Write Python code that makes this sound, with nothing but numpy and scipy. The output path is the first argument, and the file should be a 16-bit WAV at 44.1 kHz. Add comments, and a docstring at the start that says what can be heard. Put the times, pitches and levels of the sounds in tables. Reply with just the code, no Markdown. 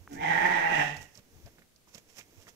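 """A sheep bleats in a walled yard

One hoarse, quavering bleat comes from the right: uneven pulses of the vocal folds ring the throat.
It starts with the mouth closed, opens into a rough "baa" and sags in pitch as it runs out.
The flock shuffles on gritty concrete, there is one dry tick, and puffs of air bump the microphone."""
import sys
import numpy as np
from scipy import signal
from scipy.fft import rfft, irfft, next_fast_len
from scipy.io import wavfile
from scipy.ndimage import uniform_filter1d, map_coordinates

SR = 44100
rng = np.random.default_rng(int(sys.argv[2]) if len(sys.argv) > 2 else 0)


def transcribe(signal):
    """Save signal, clipped to [-1, 1], as a 16-bit WAV file at the path in sys.argv[1]."""
    frames = np.atleast_2d(signal).T
    limited = np.clip(frames, -1, 1)
    pcm = np.round(limited * 32767).astype(np.int16)
    wavfile.write(sys.argv[1], SR, pcm)


N = 112454

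QUAVER_HZ, QUAVER_PEAK_S, QUAVER_DB = 14.2, 0.513, 0.56
VOICE_LEAD_S = 0.0005  # the voice reaches the right side first
# How hard the sheep calls with its mouth open: time_s, relative_db
EFFORT = [(.115, -60), (.17, -55), (.2, -49), (.209, -42), (.24, -35), (.29, -32), (.45, -29.5), (.58, -31),
          (.63, -31.5), (.72, -31), (.82, -30), (.87, -43.5), (.94, -51.5), (1.02, -65.5), (1.06, -91)]
# How much quieter the voice is on the left: frequency_hz, left_minus_right_db
VOICE_SIDE = [(150, -2), (800, -2), (1300, -6), (2000, -9), (3000, -14), (6000, -27), (15000, -22)]
def bleat():
    """A hum opens into a trembling "baa" that echoes in the yard, over a deep tone with no echo."""
    t = clock()
    quaver = np.cos(2 * np.pi * QUAVER_HZ * (t - QUAVER_PEAK_S))
    waver = map_coordinates(rng.standard_normal(int(t[-1] * 45) + 4), [t * 45])  # 45 values a second
    buzz, rasp, phase, strength = vocal_folds(quaver, waver)
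    baa = open_mouth(buzz, rasp, quaver) * swell(EFFORT) * amp(QUAVER_DB * quaver)
    voice = in_yard(baa + nose_hum(buzz), VOICE_SIDE, echo_db=-2.5, lead_s=VOICE_LEAD_S)
    deep_right = chest_tone(phase, strength, quaver, waver)
    deep_left = amp(VOICE_SIDE[0][1]) * np.interp(t - VOICE_LEAD_S, t, deep_right)
    return voice + np.array([deep_left, deep_right])


QUAVER_BEND, WAVER_BEND = 0.025, 0.03  # fractions of the pitch
JITTER_S, SHIMMER_DB, RASP_SHARE = 0.0002, 1.3, 0.25
# The tune of the bleat: time_s, pitch_hz
PITCH = [(.12, 144.2), (.22, 159.9), (.3, 167.5), (.4, 166.1), (.5, 176.8), (.58, 171.6), (.64, 164.5),
         (.71, 169.3), (.77, 151.2), (.85, 144.4), (1.03, 138.5)]
def vocal_folds(quaver, waver):
    """The folds snap shut in pulses of uneven timing and strength, each with a rasp of noise."""
    t = clock()
    pitch_hz = curve(PITCH) * (1 + QUAVER_BEND * quaver + WAVER_BEND * waver)
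    cycles = np.cumsum(pitch_hz) / SR
    pulse_s = np.interp(np.arange(1, int(cycles[-1])), cycles, t)
    chance = rng.standard_normal((len(pulse_s), 2))
    pulse_s += JITTER_S * chance[:, 0]
    sizes = amp(SHIMMER_DB * chance[:, 1])
    phase = np.interp(t, pulse_s, np.arange(len(pulse_s)))  # goes up by one at each pulse
    strength = np.interp(t, pulse_s, sizes)
    pulse_samples = np.clip(np.round(pulse_s * SR).astype(int), 0, N - 1)
    pulses = unit(np.bincount(pulse_samples, sizes, N))
    rasp = unit(rng.standard_normal(N) * strength * np.exp(-2 * (phase % 1)))
    buzz = np.sqrt(1 - RASP_SHARE) * pulses + np.sqrt(RASP_SHARE) * rasp
    return buzz, rasp, phase, strength


# The lowest ring of the throat, moved by the jaw: time_s, ring_hz, relative_db
JAW = [(.17, 775, 2.5), (.23, 796, 4.5), (.3, 837, -4), (.43, 860, -4), (.6, 858, -3.5), (.7, 845, -6),
       (.77, 806.3, -9), (.83, 780, -5.5), (.93, 844.6, -7.5)]
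# The second ring, moved by the tongue: time_s, ring_hz
TONGUE = [(.14, 1520), (.21, 2080), (.3, 1883), (.43, 1839), (.53, 1877), (.73, 1880), (.8, 1860),
          (.92, 1890)]
# The third ring, moved by the lips: time_s, ring_hz, relative_db
LIPS = [(.23, 2230, -4.5), (.33, 2230, -12), (.56, 2450, -13.5), (.68, 2540, -10.5), (.8, 2744, -6),
        (.95, 2600, -11)]
# Rings that stay put: ring_hz, width_hz, relative_db
THROAT = [(840, 60, -2), (1760, 170, 0)]
# The tone between and around the rings: frequency_hz, relative_db
BODY_TONE = [(60, -14), (130, -6.5), (230, -4.5), (330, -4.5), (430, -1.5), (540, 2.5), (720, 5.5),
             (1080, 0), (1600, -1.5), (2200, -14), (4000, -63.5)]
# The bright edge of the voice: frequency_hz, relative_db
TREBLE_TONE = [(1900, -29.5), (2600, 1), (3200, 0.5), (4400, -15.5), (6200, -10), (8500, -24.5),
               (15000, -44)]
# How that edge comes and goes: time_s, relative_db
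TREBLE_LEVEL = [(.24, 10), (.45, 4), (.55, 9), (.66, 4), (.75, 11.5), (.82, 10), (.88, 21.5), (1.0, 11)]
def open_mouth(buzz, rasp, quaver):
    """The buzz makes the throat ring (resonate); jaw, tongue and lips move the three main rings."""
    jaw_hz = curve(JAW) + 14 * quaver  # the jaw trembles with the quaver
    jaw = amp(curve(JAW, column=2)) * moving_resonance(buzz, jaw_hz, width_hz=160)
    tongue = moving_resonance(buzz, curve(TONGUE), width_hz=170)
    lips = amp(curve(LIPS, column=2)) * moving_resonance(buzz, curve(LIPS), width_hz=570)
    steady_rings = lambda f: sum((-1) ** k * amp(db) * resonance(f, hz, width_hz)
                                 for k, (hz, width_hz, db) in enumerate(THROAT))
    throat = amp(-2.5) * unit(filtered(buzz, steady_rings))
    body = amp(-4.5) * coloured(buzz, BODY_TONE)
    treble = amp(curve(TREBLE_LEVEL) - 19.5) * coloured(buzz + rasp, TREBLE_TONE)
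    return jaw - tongue + lips + throat + body + treble


# The closed-mouth start: time_s, ring_hz, relative_db
NOSE = [(.1, 346, -57), (0.121, 283, -40.5), (0.145, 288, -39), (.165, 330, -55), (.2, 520, -49.5),
        (0.261, 496, -48)]
def nose_hum(buzz):
    """The buzz rings in the nose as the bleat begins."""
    loudness = swell([(time_s, db) for time_s, _, db in NOSE])
    return loudness * moving_resonance(buzz, curve(NOSE), width_hz=125)


CHEST_DB, FLUTTER_DB, OCTAVE_DB = -2, 3.5, -14.5
# The loudness of the voice's lowest note: time_s, relative_db
CHEST = [(.12, -72), (.22, -47.5), (.27, -39), (.52, -42.5), (.62, -42), (.7, -42.5), (.79, -39),
         (.92, -41.5), (.99, -54.5), (1.06, -65)]
def chest_tone(phase, strength, quaver, waver):
    """The lowest note of the pulses flutters with the quaver; a softer note sits an octave above."""
    lowest = unit(strength * np.cos(2 * np.pi * phase)) * swell(CHEST)
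    octave = unit(strength * np.cos(4 * np.pi * phase + waver)) * swell(EFFORT)
    return lowest * amp(CHEST_DB + FLUTTER_DB * quaver) + octave * amp(OCTAVE_DB)


# How much quieter the flock is on the left: frequency_hz, left_minus_right_db
FLOCK_SIDE = [(200, -4), (1000, -0.5), (2500, -13), (6000, -22.5), (10000, -12), (15000, -7.5)]
def flock():
    """Hooves and bodies move about on the right of the yard."""
    movement = hoof_scrapes() + hoof_steps() + wool_rustle()
    return in_yard(movement, FLOCK_SIDE, echo_db=-24.5, lead_s=0.00016)


GRAINS_PER_S, GRAIN_SPREAD_DB = 5000, 2.5
# Each scrape of a hoof: peak_s, rise_s, fall_s, level_db
SCRAPES = [(0.134, 0.018, 0.031, -47), (.465, 0.0051, 0.0075, -40), (0.801, .05, 0.089, -47.5),
           (1.03, 0.037, 0.022, -48.5), (1.157, 0.011, 0.014, -52.5), (1.888, 0.0065, 0.0092, -57),
           (1.955, 0.012, 0.0051, -44.5), (1.983, 0.0075, 0.0063, -48.5), (2.103, 0.013, 0.0087, -53.5),
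           (2.19, 0.022, 0.015, -42), (2.42, 0.036, 0.039, -55), (2.488, .005, 0.0066, -45)]
# The tone of the grit: frequency_hz, relative_db
GRIT_TONE = [(150, -7.5), (600, -7), (1300, -10), (2600, -2.5), (4200, -10.5), (5600, -0.5), (7000, -2.5),
             (8800, -12.5), (15000, -15)]
def hoof_scrapes():
    """Hooves drag loose grains over the concrete, making a spray of tiny clicks."""
    grains = (rng.random(N) < GRAINS_PER_S / SR) * rng.standard_normal(N)
    grains *= amp(GRAIN_SPREAD_DB * np.minimum(rng.exponential(size=N), 3))
    loudness = sum(amp(db) * burst(peak_s, rise_s, fall_s) for peak_s, rise_s, fall_s, db in SCRAPES)
    return coloured(grains, GRIT_TONE) * loudness


KNOCK_RISE_S, KNOCK_FALL_S = 0.0069, 0.0073
CLICK_RISE_S, CLICK_FALL_S = 0.0007, 0.003
# Each hoof coming down: start_s, knock_db, click_db, click_pitch_hz
STEPS = [(.966, -47, -37, 5306), (1.153, -70, -44.5, 5300), (1.174, -60.5, -43, 5870),
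         (1.183, -50, -63.5, 1190), (1.46, -51, -50, 5060), (1.474, -57.5, -50, 600),
         (1.584, -52, -51.5, 1470), (1.62, -61.5, -52.5, 1700), (1.761, -75, -53, 5110),
         (1.874, -62, -60.5, 1100), (1.947, -49.5, -36.5, 5420), (1.977, -59, -48.5, 2610),
         (2.199, -68, -42.5, 2390), (2.211, -67, -41.5, 2410), (2.469, -57.5, -48.5, 1780),
         (2.479, -56.5, -46, 1480)]
# The tone of the knock: frequency_hz, relative_db
KNOCK_TONE = [(50, -0.5), (170, 11), (300, -6), (600, 3), (1000, -18.5), (1600, -3.5), (3000, -8.5),
              (8000, -19)]
def hoof_steps():
    """A hoof lands on concrete with a sharp click of its rim and a dull knock."""
    knock = coloured(rng.standard_normal(N), KNOCK_TONE)
    crack = rng.standard_normal(N)
    steps = np.zeros(N)
    for start_s, knock_db, click_db, pitch_hz in STEPS:
        click = unit(filtered(crack, lambda f: resonance(f, pitch_hz, width_hz=0.3 * pitch_hz)))
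        steps += amp(knock_db) * knock * burst(start_s + KNOCK_RISE_S, KNOCK_RISE_S, KNOCK_FALL_S)
        steps += amp(click_db) * click * burst(start_s + CLICK_RISE_S, CLICK_RISE_S, CLICK_FALL_S)
    return steps


# How loudly the bodies shuffle: time_s, level_db
SHUFFLE = [(0, -61), (1.1, -64.5), (1.28, -64), (1.35, -58.5), (1.45, -58), (1.56, -62), (1.7, -74.5),
           (1.85, -71), (1.95, -62), (2.15, -68), (2.35, -58), (2.55, -62.5)]
# The tone of the wool: frequency_hz, relative_db
WOOL_TONE = [(60, -2), (110, -1.5), (220, -4.5), (350, -3), (700, -15), (1100, -21.5), (2200, -15),
             (4200, -22.5), (6200, -13.5), (9000, -28.5), (15000, -19.5)]
def wool_rustle():
    """Woolly bodies shuffle with a soft noise that rises and falls."""
    return coloured(rng.standard_normal(N), WOOL_TONE) * amp(curve(SHUFFLE))


def tick(start_s=0.0762, pitch_hz=1343, fade_s=0.00032):
    """One dry tick close to the microphone: a tone that dies almost at once."""
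    age_s = np.maximum(clock() - start_s, 0)
    loudness = amp(-26) * age_s / fade_s * np.exp(-age_s / fade_s)
    return loudness * np.sin(2 * np.pi * pitch_hz * age_s)


# Each puff of air: peak_s, rise_and_fall_s, left_db, right_db
PUFFS = [(0.016, 0.0094, -67, -45.5), (0.193, 0.058, -47.5, -46.5), (0.421, .015, -69, -50),
         (1.004, 0.03, -52, -46.5), (1.37, 0.015, -43.5, -74.5), (1.456, 0.018, -44.5, -70),
         (2.383, 0.014, -69, -48.5)]
# The tone of a puff: frequency_hz, relative_db
PUFF_TONE = [(20, -21.5), (50, -3.5), (90, 2.5), (140, -17), (250, -36), (800, -26), (3000, -74.5)]
# The tone of the steady background: frequency_hz, relative_db
AIR_TONE = [(25, 3), (60, 0), (130, -2.5), (450, -6), (1000, -13.5), (6000, -15), (15500, -20)]
def air():
    """Low puffs bump the microphone over a faint, steady background, different on each side."""
    noise = rng.standard_normal((2, N)) + 0.27 * rng.standard_normal(N)  # a little is on both sides
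    background = amp(-66.5) * coloured(noise, AIR_TONE)
    puffs = sum(amp([[left_db], [right_db]]) * burst(peak_s, fade_s, fade_s)
                for peak_s, fade_s, left_db, right_db in PUFFS)
    return background + puffs * coloured(rng.standard_normal((2, N)), PUFF_TONE)


MIC_SPACING_M, SOUND_M_PER_S = 0.17, 343
# How long the yard's echo takes to drop by 60 dB: frequency_hz, fade_s
YARD_FADE = [(150, 0.77), (800, 0.35), (2000, 0.44), (6000, 0.33), (14000, 0.15)]
# Bounces off the near walls: delay_s, left_gain, right_gain
WALLS = [(.0043, 0.068, 0.27), (0.009, 0.42, 0.061), (0.018, -0.14, .14)]
def in_yard(sound, side, echo_db, lead_s):
    """A sound reaches the right side first, then bounces off the walls and leaves a fading echo."""
    hz, t, noise = signal.stft(rng.standard_normal((2, SR * 3 // 4)), SR, nperseg=256)
    alike = np.sinc(2 * hz * MIC_SPACING_M / SOUND_M_PER_S)[:, None]  # low notes match on both sides
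    noise[0] = alike * noise[1] + np.sqrt(1 - alike ** 2) * noise[0]
    fade = amp(-60 * t / along(YARD_FADE, hz)[:, None])
    tail = signal.istft(noise * fade, SR, nperseg=256)[1]
    echo = signal.fftconvolve(sound[None], tail / np.linalg.norm(tail[0]), axes=1)[:, :N]
    delay = lambda f, s: np.exp(-2j * np.pi * f * s)
    direct = filtered(sound, lambda f: np.array([delay(f, lead_s), delay(f, 0)]))
    bounces = filtered(sound, lambda f: sum(np.array([[left], [right]]) * delay(f, delay_s)
                                            for delay_s, left, right in WALLS))
    quieter_left = lambda f: np.array([amp(along(side, f)), np.ones(len(f))])
    return filtered(direct + bounces + amp(echo_db) * echo, quieter_left)


def amp(db):
    """Turn decibels into a number to multiply by."""
    return 10 ** (np.asarray(db) / 20)


def unit(x):
    """Scale a sound to an average power of 1."""
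    return x / np.sqrt(np.mean(x ** 2) + 1e-20)


def clock():
    """The time of each sample in seconds."""
    return np.arange(N) / SR


def along(points, hz):
    """Read a table of frequency_hz, value at hz, on a log frequency scale."""
    frequencies, values = np.transpose(points)
    return np.interp(np.log(hz + 1), np.log(frequencies + 1), values)


def curve(rows, column=1):
    """Join a table's points in time with straight lines, one value per sample."""
    columns = np.transpose(rows)
    return np.interp(clock(), columns[0], columns[column])


def swell(rows):
    """Loudness from rows of time_s, level_db, fading quickly outside them."""
    outside_s = np.abs(clock() - np.clip(clock(), rows[0][0], rows[-1][0]))
    return amp(curve(rows)) * np.exp(-outside_s / 0.014)


def burst(peak_s, rise_s, fall_s):
    """Loudness that rises to a sharp peak and falls away."""
    t = clock() - peak_s
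    return np.exp(-np.abs(t / np.where(t < 0, rise_s, fall_s)) ** 0.85)


def filtered(x, response):
    """Multiply each frequency f in a sound by response(f)."""
    size = next_fast_len(N + SR // 2)
    return irfft(rfft(x, size) * response(np.fft.rfftfreq(size, 1 / SR)), size)[..., :N]


def coloured(x, tone):
    """Shape a sound with a tone table, at an average power of 1."""
    return unit(filtered(x, lambda f: amp(along(tone, f))))


def resonance(f, hz, width_hz):
    """A ring at hz; a second, wide band makes its sides steeper."""
    band = lambda width: 1j * f * width / (hz * hz - f * f + 1j * f * width)
    return band(width_hz) * band(hz * 0.67)


def moving_resonance(x, hz, width_hz):
    """Pass a sound through a ring whose centre follows the curve hz."""
    turn = np.exp(2j * np.pi * np.cumsum(hz) / SR)
    low_pass = signal.butter(2, width_hz / 2, fs=SR)
    return unit((signal.lfilter(*low_pass, x / turn) * turn).real)  # shift down, filter, shift back


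def scene():
    """The bleat over the shuffling flock."""
    return bleat() + flock() + tick() + air()


def record(dry, hiss_db=-33.5, smooth_s=0.12, top_hz=15700):
    """A faint hiss follows the loudness; nothing passes above top_hz."""
    power = uniform_filter1d(np.mean(dry ** 2, axis=0), int(smooth_s * SR))
    hiss = amp(hiss_db) * np.sqrt(np.abs(power)) * rng.standard_normal((2, N))
    return filtered(dry + hiss, lambda f: f < top_hz)


dry = scene()
out = record(dry)
transcribe(out)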